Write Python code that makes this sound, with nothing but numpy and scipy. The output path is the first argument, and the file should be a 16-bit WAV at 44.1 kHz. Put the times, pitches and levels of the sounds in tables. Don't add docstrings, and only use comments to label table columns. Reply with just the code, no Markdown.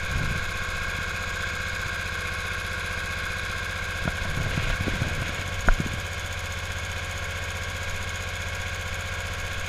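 import sys
import numpy as np
from scipy import signal
from scipy.fft import rfft, irfft
from scipy.io import wavfile
from scipy.ndimage import uniform_filter1d

SR = 44100
rng = np.random.default_rng(int(sys.argv[2]) if len(sys.argv) > 2 else 0)


def elevation(decibels):
    levels = np.asarray(decibels, float)
    return 10 ** (levels / 20)


def persist_wave(psi):
    counts = np.round(np.clip(psi, -1, 1) * 32767).astype(np.int16)
    wavfile.write(sys.argv[1], SR, np.atleast_2d(counts).T)


N = 426888

CYCLE_HZ = 15.292
FIRING_AT = (.528, .542)
FRAME_ORDERS, FRAME_LAG = (4, 10), .08
REST_TREBLE_DB, REST_MIDDLE_DB = -3.5, -2
GUST_DB, GUST_HZ, SHELTER_DB = 4.0, 1.6, -2.5
INJECTOR_BEAM_DB, COVER_BEAM_DB = -2, 4.0
SNAP_S, SNAP_DB, SWING_DB, SWING_HZ = 5.6853, -9, -9.5, 26
PUSH_DB = -10
STROKE_RISE_S, STROKE_FALL_S, SHIFT_S = 0.036, 0.048, 0.077

# (time [s], place [0 first - 1 second], hand turn [-1 injector side - +1 valve cover])
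WALK = [(0, 0.24, -0.2), (.4, 0.031, -0.5), (.9, 0, -.4), (1.4, 0.059, -1.1), (1.9, 0, -0.51),
        (2.4, 0.085, 0.44), (3.4, 0.025, 0.0033), (4.3, 0.56, .2), (4.7, 0.34, 0), (5.1, .67, .1),
        (5.4, 0.96, 0), (6, 1, 0.15), (8.5, 0.92, 0), (9.68, 0.85, 0)]
# (multiple of cycle, first place [dB rms], second place [dB rms])
EXHAUST_ORDERS = [(1, -49, -57), (2, -44, -45), (3, -46, -47), (4, -47, -49), (5, -41, -40), (6, -40, -37),
                  (7, -56, -63), (8, -62, -65), (9, -53, -54), (10, -51, -51), (11, -53, -58),
                  (12, -50, -53), (13, -56, -59), (14, -63, -63), (15, -63, -65), (16, -69, -64)]
# (multiple of cycle, first place [dB rms], second place [dB rms])
TONE_ORDERS = [(30, -57, -54), (32, -54, -58), (33, -56, -56), (34, -51, -58), (36, -53, -49),
               (38, -60, -55), (42, -58, -65), (46, -58, -57), (48, -70, -58), (68, -55, -56),
               (70, -49, -55), (72, -47, -49), (74, -54, -62), (94, -48, -48), (95, -50, -60),
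               (100, -44, -53), (101, -49, -70), (102, -50, -50), (103, -60, -52), (104, -49, -57),
               (105, -48, -70), (106, -42, -46), (108, -54, -48), (109, -63, -55), (110, -55, -58),
               (114, -55, -64), (140, -54, -65), (142, -49, -47), (144, -44, -47), (146, -52, -50)]
TONE_FAMILIES = [(50, 0.0035, 0.67), (80, .42, 0.23), (120, .08, 0.5), (150, 0.0025, 0.23)]
# (centre [Hz], width [Hz], first place [dB], second place [dB])
CASING_MODES = [(369, 57, -56, -62), (465, 125, -52, -51), (707, 110, -51.5, -54), (1004, 72, -50.5, -51.5),
                (1118, 125, -47.5, -52), (1412, 148, -41, -45), (1540, 161, -36.5, -42),
                (1735, 260, -51, -47.5), (2200, 240, -45, -45), (2448, 234, -41, -43.5),
                (2706, 150, -55.5, -53), (3090, 200, -54, -48.5), (3426, 330, -45.5, -46),
                (3883, 440, -47, -52), (4850, 520, -52, -56.5), (6655, 670, -51.5, -50.5),
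                (8100, 500, -91.5, -79), (10300, 890, -62.5, -66.5), (11330, 1200, -62.5, -61.5),
                (14400, 870, -70, -73)]
# (top [share of cycle], rise [share], fall [share], treble [dB], middle clatter [dB])
PUFFS = [(.005, .01, .06, 5, -0.5), (.3, 0.11, 0.097, -1, 2), (.55, .11, .14, 5, 4),
         (.757, .02, 0.18, 8.0, 3.0), (0.937, 0.0096, .05, 0, 5.5)]
# (frequency [Hz], density [dB per Hz])
AIR_SPECTRUM = [(12, -53.5), (30, -64), (80, -74), (200, -78.5), (800, -78), (2000, -80.5), (4300, -82),
                (5600, -84), (7500, -88.5), (9000, -91.5), (12500, -101), (15700, -103)]
# (time [share of cycle], first place peak [dB], second place peak [dB], favoured [Hz])
CONTACTS = [(.25, -38, -54, 6600), (.46, -53.5, -56, 14000), (.733, -41.5, -48, 11000),
            (.748, -40, -39, 14400), (.75, -55, -35, 6970), (.775, -42, -43, 10600), (.8, -54, -39.5, 6800),
            (.928, -44, -45, 14400), (.932, -39.5, -43, 9800), (.955, -45, -40.5, 10000)]
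# (frequency [Hz], t60 [s], first place [dB], second place [dB])
VALVE_GEAR_PARTS = [(4850, 0.0067, -5, -7), (6600, 0.021, -7, -1), (6850, 0.013, -3, 3),
                    (8280, 0.023, -27, -10), (9480, 0.0091, -2.5, -4), (10200, .012, -1, -5.5),
                    (11250, 0.0078, 0.5, -3.5), (12600, 0.0072, -9, -6), (14400, 0.0062, -5, -3),
                    (14750, 0.0046, -9, -4)]
# (time [s], peak [dB], thump [Hz], crack re thump [dB])
KNOCKS = [(0.984, -27, 105, -16), (1.858, -27, 102, -14), (4.051, -23, 143, -19), (4.073, -17, 150, -4.5),
          (4.249, -26, 153, -2), (4.334, -35, 103, -5), (4.37, -22.5, 128, -14), (4.397, -26, 137, -10),
          (4.459, -22.5, 105, -10), (4.573, -16.5, 124, -15), (4.623, -30, 102, -18), (4.668, -26, 106, -6),
          (4.696, -24.5, 124, -2), (4.805, -23, 128, -15), (4.867, -21, 161, -22), (4.877, -17, 270, -33),
          (4.933, -24, 144, -18), (4.959, -29, 103, -15), (5.015, -18.5, 121, -15), (5.122, -28, 127, -16),
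          (5.217, -22, 120, -9), (5.288, -31, 213, -9), (5.481, -33, 137, -15), (5.798, -16, 149, -21),
          (5.859, -22, 188, -25), (5.935, -24, 103, -20)]
# (frequency [Hz], level [dB], t60 [s])
CASE_MODES = [(696, -2, 0.021), (994, -12, 0.033), (1443, 3.5, 0.016), (2330, -38, 0.21)]
# (start [s], length [s], pressure [dB], slide [dB], slide speed [0 scratch - 1 rustle])
STROKES = [(0.142, 0.069, -31, -48, .15), (0.194, 0.15, -32, -46, .1), (4.06, .14, -46, -48, .6),
           (4.26, .12, -38, -48, .3), (4.42, 0.071, -33.5, -39, 0.46), (4.538, .06, -33.5, -36, 0.78),
           (4.65, .06, -37, -34, .7), (4.837, 0.075, -31, -39, .6), (4.927, .06, -35, -38, .75),
           (5.03, .15, -35.5, -38.5, 0.47), (5.23, 0.14, -37, -38, 0.74), (5.4, 0.26, -41, -52, .6),
           (5.703, 0.11, -36, -55, .4), (5.83, 0.15, -38, -47, 0.57)]
# (time [s], level [dB])
GRIP_SHIFTS = [(.14, -30.5), (.3, -35), (4.08, -34), (4.28, -29.5), (4.46, -27), (4.7, -29), (4.9, -32),
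               (5.16, -34), (5.6, -38), (5.85, -36), (7.93, -42)]


def rms_one(x):
    return x / np.sqrt(np.mean(x ** 2) + 1e-20)


def in_time(rows):
    time_s, *columns = np.transpose(rows)
    return [np.interp(np.arange(N) / SR, time_s, column) for column in columns]


def between(first, second, place):
    return first + (second - first) * place


def drift(rate_hz):
    r = np.exp(-80 * np.pi * rate_hz / SR)
    slow = signal.lfilter([1], [1, -2 * r, r * r], rng.standard_normal(N // 40 + 2002))[2000:]
    return np.interp(np.arange(N) / 40, np.arange(len(slow)), rms_one(slow))


def swell(since, rise, hold, fall):
    before = np.minimum(since, 0) / rise
    after = np.maximum(since - hold, 0) / fall
    return np.exp(-before ** 2 - after ** 2)


def band(x, low_hz, high_hz):
    return signal.sosfilt(signal.butter(2, [low_hz, high_hz], "band", fs=SR, output="sos"), x)


def ring(clicks, hz, t60_s):
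    r = elevation(-60 / (t60_s * SR))
    w = 2 * np.pi * hz / SR
    return signal.lfilter([0, np.sin(w)], [1, -2 * r * np.cos(w), r * r], clicks + 1e-18)


def looped(turns):
    steps = 700
    return rms_one(np.interp(turns % 1 * steps, np.arange(steps), rng.standard_normal(steps), period=steps))


def breath(cycles, hz):
    depth = np.clip(np.log2(hz / 3000) / 1.75, 0, 1.3)
    middle = max(0, 1 - depth) * min(1, hz / 1600)
    share = np.arange(400) / 400
    gain_db = depth * REST_TREBLE_DB + middle * REST_MIDDLE_DB
    for top, rise, fall, treble_db, middle_db in PUFFS:
        since = (share - top + .5) % 1 - .5
        gain_db = gain_db + (depth * treble_db + middle * middle_db) * swell(since, rise, 0, fall)
    return gain_db[(cycles % 1 * len(share)).astype(int) % len(share)]


def facing(x, injector_db, cover_db):
    injector = (elevation(injector_db) - 1) * band(x, 6400, 7500)
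    cover = (elevation(cover_db) - 1) * band(x, 8800, 11900)
    return x + injector + cover


def air(cycles, place):
    hz, level_db = np.transpose(AIR_SPECTRUM)
    grid_hz = np.arange(N // 2 + 1) * SR / N + 1e-3
    density = elevation(np.interp(np.log(grid_hz), np.log(hz), level_db))
    spectrum = rfft(rng.standard_normal(N)) * density * np.sqrt(SR / 2)
    spectrum *= grid_hz > 8
    treble = np.clip((grid_hz - 3500) / 4000, 0, 1)
    bass = np.clip((300 - grid_hz) / 150, 0, 1)
    lumps = irfft(spectrum * bass, N) * elevation(GUST_DB * drift(GUST_HZ) + SHELTER_DB * place)
    steady = irfft(spectrum * (1 - treble - bass), N)
    puffing = irfft(spectrum * treble, N) * elevation(breath(cycles, 11800))
    return lumps + steady + puffing


def handling():
    t = np.arange(N) / SR
    rub = rms_one(band(rng.standard_normal(N) * elevation(1.8 * drift(30)), 70, 155))
    sway = rms_one(band(rng.standard_normal(N), 19, 47))
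    slips = rng.standard_normal(N) * elevation(3.5 * drift(50))
    scratch = rms_one(band(slips, 210, 790))
    rustle = rms_one(band(slips + rng.standard_normal(N), 1100, 2900))
    powers = np.zeros((4, N))
    for start_s, length_s, press_db, slide_db, speed in STROKES:
        near = slice(max(0, int((start_s - .2) * SR)), int((start_s + length_s + .2) * SR))
        angle = np.pi / 2 * np.clip(speed, 0, 1)
        gains = np.array([[elevation(press_db)], [elevation(slide_db) * np.cos(angle)], [elevation(slide_db) * np.sin(angle)]])
        powers[:3, near] += (gains * swell(t[near] - start_s, STROKE_RISE_S, length_s, STROKE_FALL_S)) ** 2
    for time_s, shift_db in GRIP_SHIFTS:
        near = slice(max(0, int((time_s - .3) * SR)), int((time_s + .3) * SR))
        powers[3, near] += (elevation(shift_db) * swell(t[near] - time_s, SHIFT_S, 0, SHIFT_S)) ** 2
    return np.sum(np.sqrt(powers) * [rub, scratch, rustle, sway], axis=0)


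def knocks():
    out, cracks = np.zeros(N), np.zeros(N)
    t = np.arange(int(.09 * SR)) / SR
    for time_s, peak_db, hz, crack_db in KNOCKS:
        i = round((time_s + 0.00495 - 1 / hz) * SR)
        turns = hz * t - 1
        thump = np.cos(2 * np.pi * turns) * np.exp(-(turns / np.where(turns < 0, .4, .8)) ** 2)
        overtone = 0.52 * np.cos(2 * np.pi * 2.1 * turns) * np.exp(-(turns / .3) ** 2)
        out[i:i + len(t)] -= elevation(peak_db + 1.0) * (thump + overtone)
        cracks[i + round(SR / hz)] = elevation(peak_db + crack_db + 7.0)
    cracks = signal.lfilter([.16], [1, -.84], cracks + 1e-18)
    i = round(SNAP_S * SR)
    cracks[i:i + 70] += elevation(SNAP_DB - 11.5) * np.diff(np.hanning(71) ** 8) * 3
    out[i:i + len(t)] -= elevation(SWING_DB) * np.sin(2 * np.pi * SWING_HZ * t) * np.exp(-(t / 0.048) ** 2)
    out += elevation(PUSH_DB) * np.exp(-((np.arange(N) / SR - SNAP_S + 0.0052) / 0.0011) ** 2)
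    return out + sum(elevation(level_db) * ring(cracks, hz, t60_s) for hz, level_db, t60_s in CASE_MODES)


def valve_gear(place):
    share, first_db, second_db, favoured_hz = np.transpose(CONTACTS)
    cycle = np.arange(int(N / SR * CYCLE_HZ) + 1)[:, None]
    jitter = rng.normal(0, 0.0027, (len(cycle), len(share)))
    at = ((cycle + share + jitter) / CYCLE_HZ * SR).astype(int)
    at = np.minimum(at, N - 1)
    blow_db = between(first_db, second_db, place[at]) + rng.normal(0, 1.3, at.shape)
    out = np.zeros(N)
    for hz, t60_s, part_first_db, part_second_db in VALVE_GEAR_PARTS:
        clicks = np.zeros(N)
        detune_db = -22 * abs(np.log2(hz / favoured_hz))
        part_db = between(part_first_db, part_second_db, place[at]) + detune_db
        level_db = blow_db + part_db + rng.normal(0, 1.6, at.shape)
        clicks[at] = elevation(level_db) * rng.choice([-1, 1], at.shape)
        contact = np.hanning(31) * np.cos(2 * np.pi * hz / SR * np.arange(31)) / 7.5
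        out += ring(np.convolve(clicks, contact, "same"), hz, t60_s)
    return out


def casing(cycles, place):
    repeating = [0.54 * looped(2 * cycles) + 0.47 * looped(cycles) for _ in range(2)]
    steady = np.cos(np.pi / 2 * place) * repeating[0] + np.sin(np.pi / 2 * place) * repeating[1]
    fresh = rng.standard_normal((2, N))
    out = 0
    for k, (hz, width_hz, first_db, second_db) in enumerate(CASING_MODES):
        drive = fresh[k % 2] + 0.85 * steady * min(1, 1500 / hz)
        rung = rms_one(band(drive, hz - width_hz / 2, hz + width_hz / 2))
        level_db = between(first_db, second_db, place) + 0.6 * drift(14.0) + breath(cycles, hz)
        out = out + rung * elevation(level_db)
    return out


def tones(cycles, place):
    wavers = [0.03 * drift(4.0) for _ in TONE_FAMILIES]
    swells = [elevation(1.0 * drift(2.0)) for _ in range(5)]
    highest = [row[0] for row in TONE_FAMILIES]
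    out = 0
    for k, first_db, second_db in TONE_ORDERS:
        family = min(np.searchsorted(highest, k), len(TONE_FAMILIES) - 1)
        _, loudest_at, scatter = TONE_FAMILIES[family]
        angle = k * (cycles - loudest_at) + wavers[family] + scatter * (rng.random() - .5)
        level = between(elevation(first_db), elevation(second_db), place) * swells[k % 5]
        out = out + level * np.cos(2 * np.pi * angle)
    return np.sqrt(2) * out


def exhaust(cycles, place):
    since = cycles - between(*FIRING_AT, place)
    beat = 0
    for k, first_db, second_db in EXHAUST_ORDERS:
        angle = k * (since - FRAME_LAG) + .5 if k in FRAME_ORDERS else k * since + 0.44
        beat = beat + between(elevation(first_db), elevation(second_db), place) * np.cos(2 * np.pi * angle)
    return np.sqrt(2) * beat * elevation(0.16 * drift(8.2))


def scene():
    place, turn = in_time(WALK)
    place = np.clip(place, 0, 1)
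    cycles = np.arange(N) / SR * CYCLE_HZ + .002 * drift(0.68)
    stepping = np.clip(uniform_filter1d(abs(np.gradient(place)) * SR, size=4410), 0, 1)
    cycles = cycles + .007 * stepping * drift(5.7)
    bright = air(cycles, place) + valve_gear(place) + casing(cycles, place) + tones(cycles, place)
    engine = facing(bright, INJECTOR_BEAM_DB * turn, COVER_BEAM_DB * turn) + exhaust(cycles, place)
    return (handling() + knocks() + engine)[None]


def low_pass(x):
    return signal.sosfilt(signal.butter(12, 15720, fs=SR, output="sos"), x)


def record(dry):
    mix = signal.sosfilt(signal.ellip(10, .5, 60, 15300, fs=SR, output="sos"), dry)
    return low_pass(mix)


dry = scene()
out = record(dry)
persist_wave(out)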